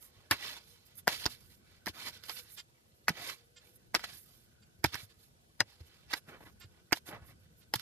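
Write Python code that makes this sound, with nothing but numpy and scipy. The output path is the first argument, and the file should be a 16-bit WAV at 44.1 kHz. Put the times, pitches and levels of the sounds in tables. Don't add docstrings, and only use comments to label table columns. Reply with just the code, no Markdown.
import sys
import numpy as np
from scipy import signal
from scipy.fft import rfft, irfft
from scipy.io import wavfile
from scipy.ndimage import uniform_filter1d

SR = 44100
rng = np.random.default_rng(int(sys.argv[2]) if len(sys.argv) > 2 else 0)


def how_loud(loudness_db):
    steps = np.asarray(loudness_db, float) / 20
    return 10 ** steps


def materialize(psi):
    bounded = np.clip(np.atleast_2d(psi).T, -1, 1)
    quanta = np.round(bounded * 32767).astype(np.int16)
    wavfile.write(sys.argv[1], SR, quanta)


N = 344421

# moment of the strike in seconds, overall level in dB, low ring in dB,
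# high ring in dB, spray in dB, left-right balance in dB.
CRACKS = [(0.311, -11.5, -42, -11, -9, 4), (0.315, -12.5, -34, -11.5, -25.5, -1),
          (0.32, -18, -10, -29.5, -21, -3), (1.073, -17.5, -7, -27, -19.5, 4),
          (1.078, -8.5, -10, -18, -13.5, 1), (1.256, -31, -0.5, 7.5, -10, 2),
          (1.262, -21.5, -6, -3, -17.5, -8), (1.86, -40, -28, -6.5, -11, -21),
          (1.868, -24, -22.5, -9, -14.5, -0.5), (1.875, -24, -9.5, -28, -22, 0),
          (2.237, -43.5, -40, -2, -9, -8.5), (2.295, -42.5, -1.5, 6, -10, -14),
          (3.082, -7.5, -25.5, -19, -30, 2.5), (3.089, -25.5, -22, -19.5, -12, -14.5),
          (3.094, -24, -10.5, -5, -27, -0.5), (3.298, -34, -35, -13, -26, -16),
          (3.944, -19.5, -7, -25.5, -17, -10.5), (3.949, -11.5, -23.5, -9, -32.5, 4.5),
          (3.994, -31, -20, -21.5, -20, 5.5), (4.04, -28, -16, -11, -24.5, 1),
          (4.842, -17.5, -17.5, -13.5, -18.5, -16), (4.846, -9.5, -11, -18, -34.5, -2.5),
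          (4.943, -28, -16, -4.5, -24, -6.5), (4.954, -27.5, -28, -33, -17, -9),
          (5.604, -10, -26, -7, -48, 5.5), (5.609, -23.5, -4, -30, -36, -4), (6.118, -47, -25, 5, -21, -4),
          (6.13, -33, -33, -15.5, -26, -24), (6.135, -20.5, -37, -6.5, -21, 0.5),
          (6.138, -18.5, -15.5, -21, -28, -10), (6.406, -57, 5, -21.5, -22, -3),
          (6.911, -39, -19.5, -36, -47, -2), (6.923, -21, -5.5, -45, -17, -21.5),
          (6.928, -7.5, -16, -11, -25, -0.5), (6.971, -40.5, -7.5, -6, -12.5, -2),
          (7.738, -16.5, -10.5, -10, -13, -2.5), (7.758, -37.5, -30, -6, -4, -16),
          (7.796, -45, -40, 2, -6, -13)]
# pitch in Hz, width in Hz before widening, level in dB.
BLADE = [(894, 430, 2), (1529, 780, 6.5), (1850, 740, -3.5), (2850, 280, -12), (3200, 520, -8),
         (3990, 1400, 1.5), (4810, 1100, 2.5), (6300, 2500, -15.5), (12700, 13000, 10.5)]
# pitch in Hz, for low, middle, upper, high and spray.
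RING_HZ = [850, 1500, 2050, 4950, 11000]
MIDDLE_DB, UPPER_DB, CRUNCH_DB = -14, -4, -10.5

# start in seconds, level in dB, pitch it sinks to in Hz,
# time to fall 60 dB in seconds, knock of the handle in dB before a shared lift.
THUDS = [(0.312, -33, 90, 0.088, -32.5), (1.078, -25, 124, 0.02, -38.5), (1.261, -15, 67.3, 0.009, -35.5),
         (1.869, -43, 186, 0.1, -38.5), (1.895, -39, 80.2, 0.063, -46), (3.087, -35.5, 190, 0.099, -61),
         (3.103, -25, 159, 0.035, -42.5), (3.949, -44.5, 159, 0.082, -55.5), (4.788, -50, 70.2, 0.12, -82),
         (4.844, -20.5, 122, 0.032, -24.5), (4.863, -32, 80, 0.072, -60), (4.945, -37, 104, 0.063, -49),
         (5.03, -44, 98, 0.098, -73), (5.607, -33, 105, 0.078, -38), (5.806, -39.5, 76, 0.13, -58),
         (6.136, -61, 76.7, 0.08, -39), (6.281, -48.5, 140, 0.11, -58), (6.463, -53, 80, 0.071, -56),
         (6.644, -44, 91, 0.11, -59.5), (6.925, -32, 154, 0.032, -26.5), (7.089, -55, 112, 0.08, -44.5),
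         (7.147, -44, 98.6, 0.13, -67), (7.218, -46, 72, 0.11, -67), (7.297, -50, 119, 0.06, -69),
         (7.74, -59, 132, 0.098, -38.5), (7.756, -33.5, 110.5, 0.064, -58)]

# moment of the peak in seconds, level in dB before the
# soil colour, time to fall 20 dB in seconds, coarseness in dB.
SPILLS = [(.33, -38, .025, 10), (1.09, -36, .04, 3), (1.275, -58, .02, 22), (1.885, -41, .025, -3),
          (3.1, -49, .045, 8), (3.96, -36, .018, 8), (4.86, -39, .022, -5), (5.62, -66, .02, 30),
          (6.94, -57, .03, 13), (7.757, -36, .017, -14)]
SPILL_RISE_S, SPILL_DUST_DB, SPILL_PAN_DB = 0.0074, -8, -1
# moment of the peak in seconds, time to rise 20 dB in seconds,
# time to fall 20 dB in seconds, level in dB before the soil colour, coarseness in dB.
SCRAPES = [(.03, .03, .1, -70, 5), (.2, .15, .15, -71, 5), (.43, .06, .1, -46, 0), (.5, .1, .12, -47, -2),
           (.68, .1, .3, -67, -5), (.995, .03, .025, -67, 7), (1.128, .03, .06, -38, -5),
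           (1.24, .1, .03, -46, -4), (1.32, .06, .06, -52, -6), (1.42, .08, .1, -71, 0),
           (1.525, .04, .05, -65, -6), (.92, .1, .08, -71, -2), (1.74, .15, .08, -70, 4),
           (1.975, .05, .06, -58, 10), (2.035, .07, .05, -49, 2), (2.073, .03, .04, -44, 2),
           (2.14, .03, .08, -55, -5), (2.245, .03, .06, -56, -4), (2.298, .02, .03, -45, 4),
           (2.372, .02, .06, -49, -6), (2.589, .03, .03, -49, -8), (3.2, .07, .08, -50, 4),
           (3.28, .08, .08, -46, 2), (3.39, .03, .06, -66, -5), (3.63, .05, .15, -72, 4),
           (4.044, .012, .018, -41, 3), (4.085, .05, .12, -54, -2), (4.3, .15, .25, -73, -4),
           (4.947, .03, .03, -43, 2), (4.99, .06, .07, -53, -2), (5.1, .015, .05, -65, -5),
           (5.23, .08, .08, -73, -4), (5.7, .05, .12, -65, -3), (5.808, .015, .015, -63, 0),
           (5.95, .2, .2, -69, 2), (6.125, .04, .03, -50, 4), (6.172, .04, .025, -53, 5),
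           (6.292, .025, .04, -63, 22), (6.335, .045, .065, -68, 26), (4.0, .04, .05, -55, 0),
           (2.33, .04, .04, -57, -4), (2.48, .07, .1, -64, -3), (.36, .03, .05, -53, 0),
           (4.89, .03, .04, -55, -2), (6.409, .006, .015, -70, 26), (6.431, .02, .02, -69, 22),
           (6.465, .015, .05, -66, 18), (6.61, .015, .07, -65, 2), (6.78, .1, .05, -78, 16),
           (6.972, .04, .025, -53, -3), (7.08, .025, .04, -57, 10), (7.135, .05, .07, -66, 30),
           (7.235, .03, .04, -75, 22), (7.295, .03, .06, -70, 15), (7.45, .05, .06, -77, 4),
           (7.626, .03, .03, -70, -5), (7.8, .05, .05, -53, -6)]
SCRAPE_DUST_DB, SCRAPE_PAN_DB = -10, -5
# moment of the peak in seconds, time to rise 20 dB in seconds,
# time to fall 20 dB in seconds, level in dB before the soil colour.
SHOWERS = [(.03, .03, .07, -55), (.7, .1, .1, -67), (.865, .02, .03, -63), (.985, .028, .028, -50),
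           (1.2, .1, .1, -54), (1.31, .05, .06, -57), (1.42, .08, .1, -69), (1.53, .15, .08, -69),
           (1.99, .07, .06, -60), (2.06, .07, .08, -57), (2.33, .1, .15, -52), (2.54, .07, .05, -54),
           (3.28, .12, .09, -53), (3.7, .08, .04, -68), (3.76, .03, .02, -61), (4.17, .1, .12, -56),
           (4.3, .1, .25, -68), (5.03, .07, .04, -58), (5.23, .08, .07, -68), (5.87, .02, .025, -67),
           (6.29, .025, .04, -66), (6.602, .006, .02, -60), (.958, .008, .03, -59), (6.175, .04, .03, -55),
           (6.45, .1, .09, -69), (6.972, .035, .022, -56), (7.072, .016, .055, -53),
           (7.281, .045, .05, -63), (7.59, .025, .045, -67)]
SHOWER_PAN_DB = -6
CLODS_DB, BLADE_DB, BLADE_SHARE = -9, 0, 0.62
# level in dB before flicker and soil colour,
# for clods, blade, grit and dust.
TRICKLE_DB = [-79, -81, -85, -82]
TRICKLE_FLICKER_DB = 2.5
# pitch in Hz, level in dB.
SOIL = [(100, 5), (300, 11), (800, 7.5), (1600, 6.5), (2100, 8.5), (2700, 6), (3700, 9.5), (5000, 8),
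        (5900, 3.5), (6600, 2), (8600, -0.5), (10500, 6), (14000, 3.5)]
SOIL_HZ = [500, 1800, 4200, 11500]

# start in seconds, level in dB before a shared cut, time before it fades in seconds,
# brightness in dB per octave, roughness from 0 to 1.
BUZZES = [(2.5747, -43, 0.024, -1.5, 0), (3.558, -51, 0.025, -1.8, 0.47), (4.616, -60.5, 0.018, -2, 0.61),
          (5.095, -63, 0.012, -2, 0.03), (6.602, -51, 0.038, -5.5, 0.7), (7.61, -61.5, 0.012, -5.5, 0.36)]
# pitch in Hz, level in dB.
BUZZ_BODY = [(530, -49), (900, -20.5), (1390, -7), (2630, -5.5), (3380, 1), (4240, -8), (4620, 2.5),
             (6470, -16), (7530, 3.5), (8670, -46), (12000, -26), (15600, -58), (22000, -120)]
BUZZ_HZ = 355

# time in seconds, level in dB and upper band in dB, both before a shared cut.
HOOT = [(0.0, -78, -76), (0.67, -74.5, -86), (1.05, -84, -78.5), (1.37, -73, -74), (1.72, -89, -73),
        (2.101, -73, -60), (2.41, -66, -62), (2.65, -92.5, -87.5), (3.1, -81.5, -90.5), (3.37, -73.5, -79),
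        (3.85, -78, -74.5), (4.3, -87.5, -77.5), (4.6, -83.5, -68.5), (5.0, -76, -83.5), (5.6, -93.5, -89),
        (5.78, -75, -75), (6.2, -86.5, -70), (7.81, -75.5, -75)]
HOOT_HZ, WAVER_HZ = 477, 18

# pitch in Hz, level in dB per Hz.
AIR = [(24, -31.5), (40, 3), (102, 3), (198, -6), (235, -4), (279, -19), (332, -9), (457, -15.5),
       (599, -16.5), (747, -17.5), (1110, -23.5), (3980, -25), (4730, -25), (10600, -27.5), (14300, -35.5)]
AIR_DB = -64
# pitch in Hz, likeness (held within -1 to 1).
AIR_SAME = [(60, 0.18), (130, 0.85), (290, 0.6), (630, -0.36), (1380, -2), (3030, -0.1), (6650, -0.23),
            (14600, -0.66)]
# time in seconds, level in dB, where -68 leaves the field as it is.
RUMBLE = [(0.0, -71), (0.48, -67), (0.8, -73), (1.28, -63.5), (1.8, -70), (2.0, -67.5), (2.96, -73.5),
          (3.15, -66), (3.52, -73), (4.0, -64.5), (4.4, -70.5), (4.74, -69), (5.44, -71), (6.2, -70),
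          (6.48, -65), (6.95, -70.5), (7.15, -63.5), (7.81, -68)]

# pitch in Hz, left-right difference in dB.
PORTS = [(60, -1.5), (110, 0.5), (200, 7), (370, 2), (690, 11), (1270, -2.5), (2340, -3), (4300, -1.5),
         (7920, -2), (14600, -10.5)]
LOW_HZ, EDGE_HZ = 53.7, 14500


def evened(x):
    return x / np.sqrt(np.mean(x ** 2) + 1e-20)


def read(points, hz):
    f, value = np.transpose(points)
    return np.interp(np.log(hz + 1), np.log(f + 1), value)


def add(mix, s, sound):
    part = mix[:, round(s * SR):][:, :sound.shape[1]]
    part += sound[:, :part.shape[1]]


def resonate(x, hz, width):
    turn = np.exp(2j * np.pi * np.cumsum(hz * np.ones(x.shape[-1])) / SR)
    r = np.exp(-np.pi * width / SR)
    return 2 * (turn * signal.lfilter([1 - r], [1, -r], x / turn)).real


def shaped(x, field, size):
    hz, t, z = signal.stft(x, SR, nperseg=size, noverlap=size * 3 // 4)
    back = signal.istft(field(hz, t, z), SR, nperseg=size, noverlap=size * 3 // 4)[1]
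    return back[..., :x.shape[-1]]


def ports(x, pan_db, lag_s, scatter):
    hz = np.fft.rfftfreq(len(x), 1 / SR)
    ripple = sum(np.sin(hz / p + 2 * np.pi * rng.random()) for p in (300, 520, 900))
    phase = np.pi * hz * lag_s + scatter * ripple * hz / 8000
    half = how_loud((read(PORTS, hz) + pan_db) / 2) * np.exp(1j * phase)
    return irfft(rfft(x) * np.array([half, 1 / half]), len(x))


def crack(db, low_db, high_db, spray_db, pan_db):
    t = np.arange(-512, 3584) / SR
    after = np.maximum(t, 0)
    bite = how_loud(-32 - 60 * abs(t) / 0.03)
    snap = (1 - np.exp(-after / 0.0004)) * how_loud(-60 * after / 0.006)
    crunch = (t >= 0) * how_loud(CRUNCH_DB - 60 * after / 0.039)
    drive = (bite + snap + crunch) * rng.standard_normal(len(t))
    levels = [low_db, MIDDLE_DB, UPPER_DB, high_db, spray_db]
    ring = 0
    for hz, width, mode_db in BLADE:
        lean_db = np.interp(np.log(hz), np.log(RING_HZ), levels)
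        part = resonate(resonate(drive, hz, width * 1.2), hz, width * 1.2)
        ring = ring + how_loud(mode_db + lean_db) * part / abs(part).max()
    return how_loud(db) * ports(ring, pan_db, lag_s=0.00006, scatter=0.83)


def thud(db, hz, t60, knock_db):
    t = np.arange(8192) / SR
    turns = np.cumsum(hz * (1 + 0.3 * np.exp(-t / 0.0066))) / SR
    swing = np.sin(2 * np.pi * (turns + [[0], [0.04]]))
    swing = swing * how_loud(db - 60 * t / t60) * (1 - np.exp(-t / 0.0011))
    loose = 1 + 0.3 * evened(uniform_filter1d(rng.standard_normal((2, len(t))), 400))
    knock = np.sin(2 * np.pi * (310 * t + [[0], [0.05]]))
    knock = knock * how_loud(knock_db + 4.5 - 60 * t / 0.033) * (1 - np.exp(-t / 0.00023))
    return swing * loose + knock * how_loud([[2], [-2]])


def drags():
    grains = crumbs(per_s=320, spread_db=3.1, cycles=7) + 0.7 * rng.standard_normal((2, N))
    clumps = how_loud(1.3 * evened(uniform_filter1d(rng.standard_normal(N), 500)))

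    def field(hz, t, z):
        power, pan_db = soil_power(t)
        weights = np.array([np.interp(np.log(hz + 1), np.log(SOIL_HZ), one) for one in np.eye(4)]).T
        level_db = weights @ (10 * np.log10(power))
        same = np.clip(0.9 - 1.1 * hz / 10000, 0, 1)[:, None]
        lag = np.exp(2j * np.pi * hz * 0.00012)[:, None]
        side = how_loud(pan_db / 2 * np.clip(hz / 2500, 0, 1.3)[:, None])
        right = (same * z[0] + np.sqrt(1 - same ** 2) * z[1]) * lag
        pair = np.array([z[0] * side, right / side])
        streaks = evened(uniform_filter1d(rng.standard_normal(z[0].T.shape), 40, 0)).T
        return pair * how_loud(read(SOIL, hz)[:, None] + level_db + 2.2 * streaks)
    return shaped(evened(grains * clumps), field, size=256)


def crumbs(per_s, spread_db, cycles):
    out = np.zeros((2, N))
    for hz in np.geomspace(250, 13500, 28):
        t = np.arange(int(4 * cycles * SR / hz) + 2) / SR
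        ping = np.sin(2 * np.pi * hz * t) * np.exp(-t * hz / cycles) * (1 - np.exp(-t * hz))
        size = how_loud(spread_db * np.minimum(rng.exponential(1, (2, N)), 4))
        hits = rng.random((2, N)) < per_s * (hz / 3000) ** 0.7 / SR
        out += np.sqrt(hz) * evened(signal.oaconvolve(size * hits, ping[None], axes=1)[:, :N])
    return evened(out)


def soil_power(t):
    def mix(coarse, dust_db):
        return np.array([CLODS_DB + coarse, BLADE_DB + BLADE_SHARE * coarse, 0, dust_db])[:, None]

    spills = sum(how_loud(db + mix(coarse, SPILL_DUST_DB) + swell(t, s, SPILL_RISE_S, fall, curve=1)) ** 2
                 for s, db, fall, coarse in SPILLS)
    scrapes = sum(how_loud(db + mix(coarse, SCRAPE_DUST_DB) + swell(t, s, rise, fall)) ** 2
                  for s, rise, fall, db, coarse in SCRAPES)
    showers = sum(how_loud(db + swell(t, s, rise, fall)) ** 2 for s, rise, fall, db in SHOWERS)
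    showers = showers * np.array([[0], [0], [0], [1]])
    flicker = evened(uniform_filter1d(rng.standard_normal((len(t), 4)), size=14, axis=0)).T
    trickle = how_loud(np.c_[TRICKLE_DB] + TRICKLE_FLICKER_DB * flicker) ** 2
    scrapes = scrapes + trickle
    power = spills + scrapes + showers
    pan_db = SPILL_PAN_DB * spills + SCRAPE_PAN_DB * scrapes + SHOWER_PAN_DB * showers
    return power, pan_db.sum(0) / power.sum(0)


def swell(t, peak, rise, fall, curve=2):
    return -20 * np.where(t < peak, ((peak - t) / rise) ** 2, abs((t - peak) / fall) ** curve)


def buzz(db, length, tilt_db, rough):
    t = np.arange(4096) / SR
    hz = BUZZ_HZ * np.arange(2, 36)[:, None]
    uneven_db = 1.8 * rng.standard_normal(hz.shape)
    lines = how_loud(read(BUZZ_BODY, hz) + tilt_db * np.log2(hz / 3000) + uneven_db)
    waver = np.clip(rough, 0, 1) * np.cumsum(rng.standard_normal((len(hz), len(t))), axis=1) * 0.08
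    tremble_turns = rng.uniform(25, 63, hz.shape) * t + rng.random(hz.shape)
    lines = lines * (1 + 0.5 * np.sin(2 * np.pi * tremble_turns))
    tone = evened((lines * np.cos(2 * np.pi * hz * t + waver)).sum(0))
    shape = np.clip(t / 0.012, 0, 1) * how_loud(-60 * np.maximum(t - length, 0) / 0.066)
    return how_loud(db - 6.0) * tone * shape * how_loud([[-3], [3]])


def hoot():
    s, *columns = np.transpose(HOOT)
    db, upper_db = (np.interp(np.arange(N) / SR, s, column) for column in columns)
    first, upper, drift = rng.standard_normal((3, N))
    drift = evened(uniform_filter1d(uniform_filter1d(drift, size=8000), size=8000))
    hz = HOOT_HZ + WAVER_HZ * drift
    tone = evened(resonate(resonate(first, hz, 30), hz, 30))
    band = evened(resonate(resonate(upper, 1500, 200), 1500, 200))
    return how_loud(db - 4.5) * tone + how_loud(upper_db - 10.5) * band


def air():
    def field(hz, t, z):
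        same = np.clip(read(AIR_SAME, hz), -1, 1)[:, None]
        patches = uniform_filter1d(rng.standard_normal(z[0].T.shape), 4, 0)
        patches = evened(uniform_filter1d(patches, 10, 1)).T
        below = np.clip(np.log2(500 / (hz + 1)), 0, 1)[:, None]
        lift_db = (np.interp(t, *np.transpose(RUMBLE)) + 68) * below
        pair = np.array([z[0], same * z[0] + np.sqrt(1 - same ** 2) * z[1]])
        return pair * how_loud(read(AIR, hz)[:, None] + 1.8 * patches + lift_db)
    return how_loud(AIR_DB) * evened(shaped(rng.standard_normal((2, N)), field, size=2048))


def scene():
    mix = drags() + air() + hoot()
    for s, *row in CRACKS:
        add(mix, s - 512 / SR, crack(*row))
    for s, *row in THUDS:
        add(mix, s, thud(*row))
    for s, *row in BUZZES:
        add(mix, s, buzz(*row))
    return mix


def roll_off(x):
    return signal.sosfilt(signal.butter(12, 15180, fs=SR, output="sos"), x)


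def record(dry):
    low_cut = signal.sosfilt(signal.butter(2, LOW_HZ, "high", fs=SR, output="sos"), dry)
    edge = signal.firwin(255, EDGE_HZ, window=("kaiser", 4), fs=SR)
    finished = signal.oaconvolve(low_cut, edge[None], "same", axes=1)
    return roll_off(finished)


dry = scene()
out = record(dry)
materialize(out)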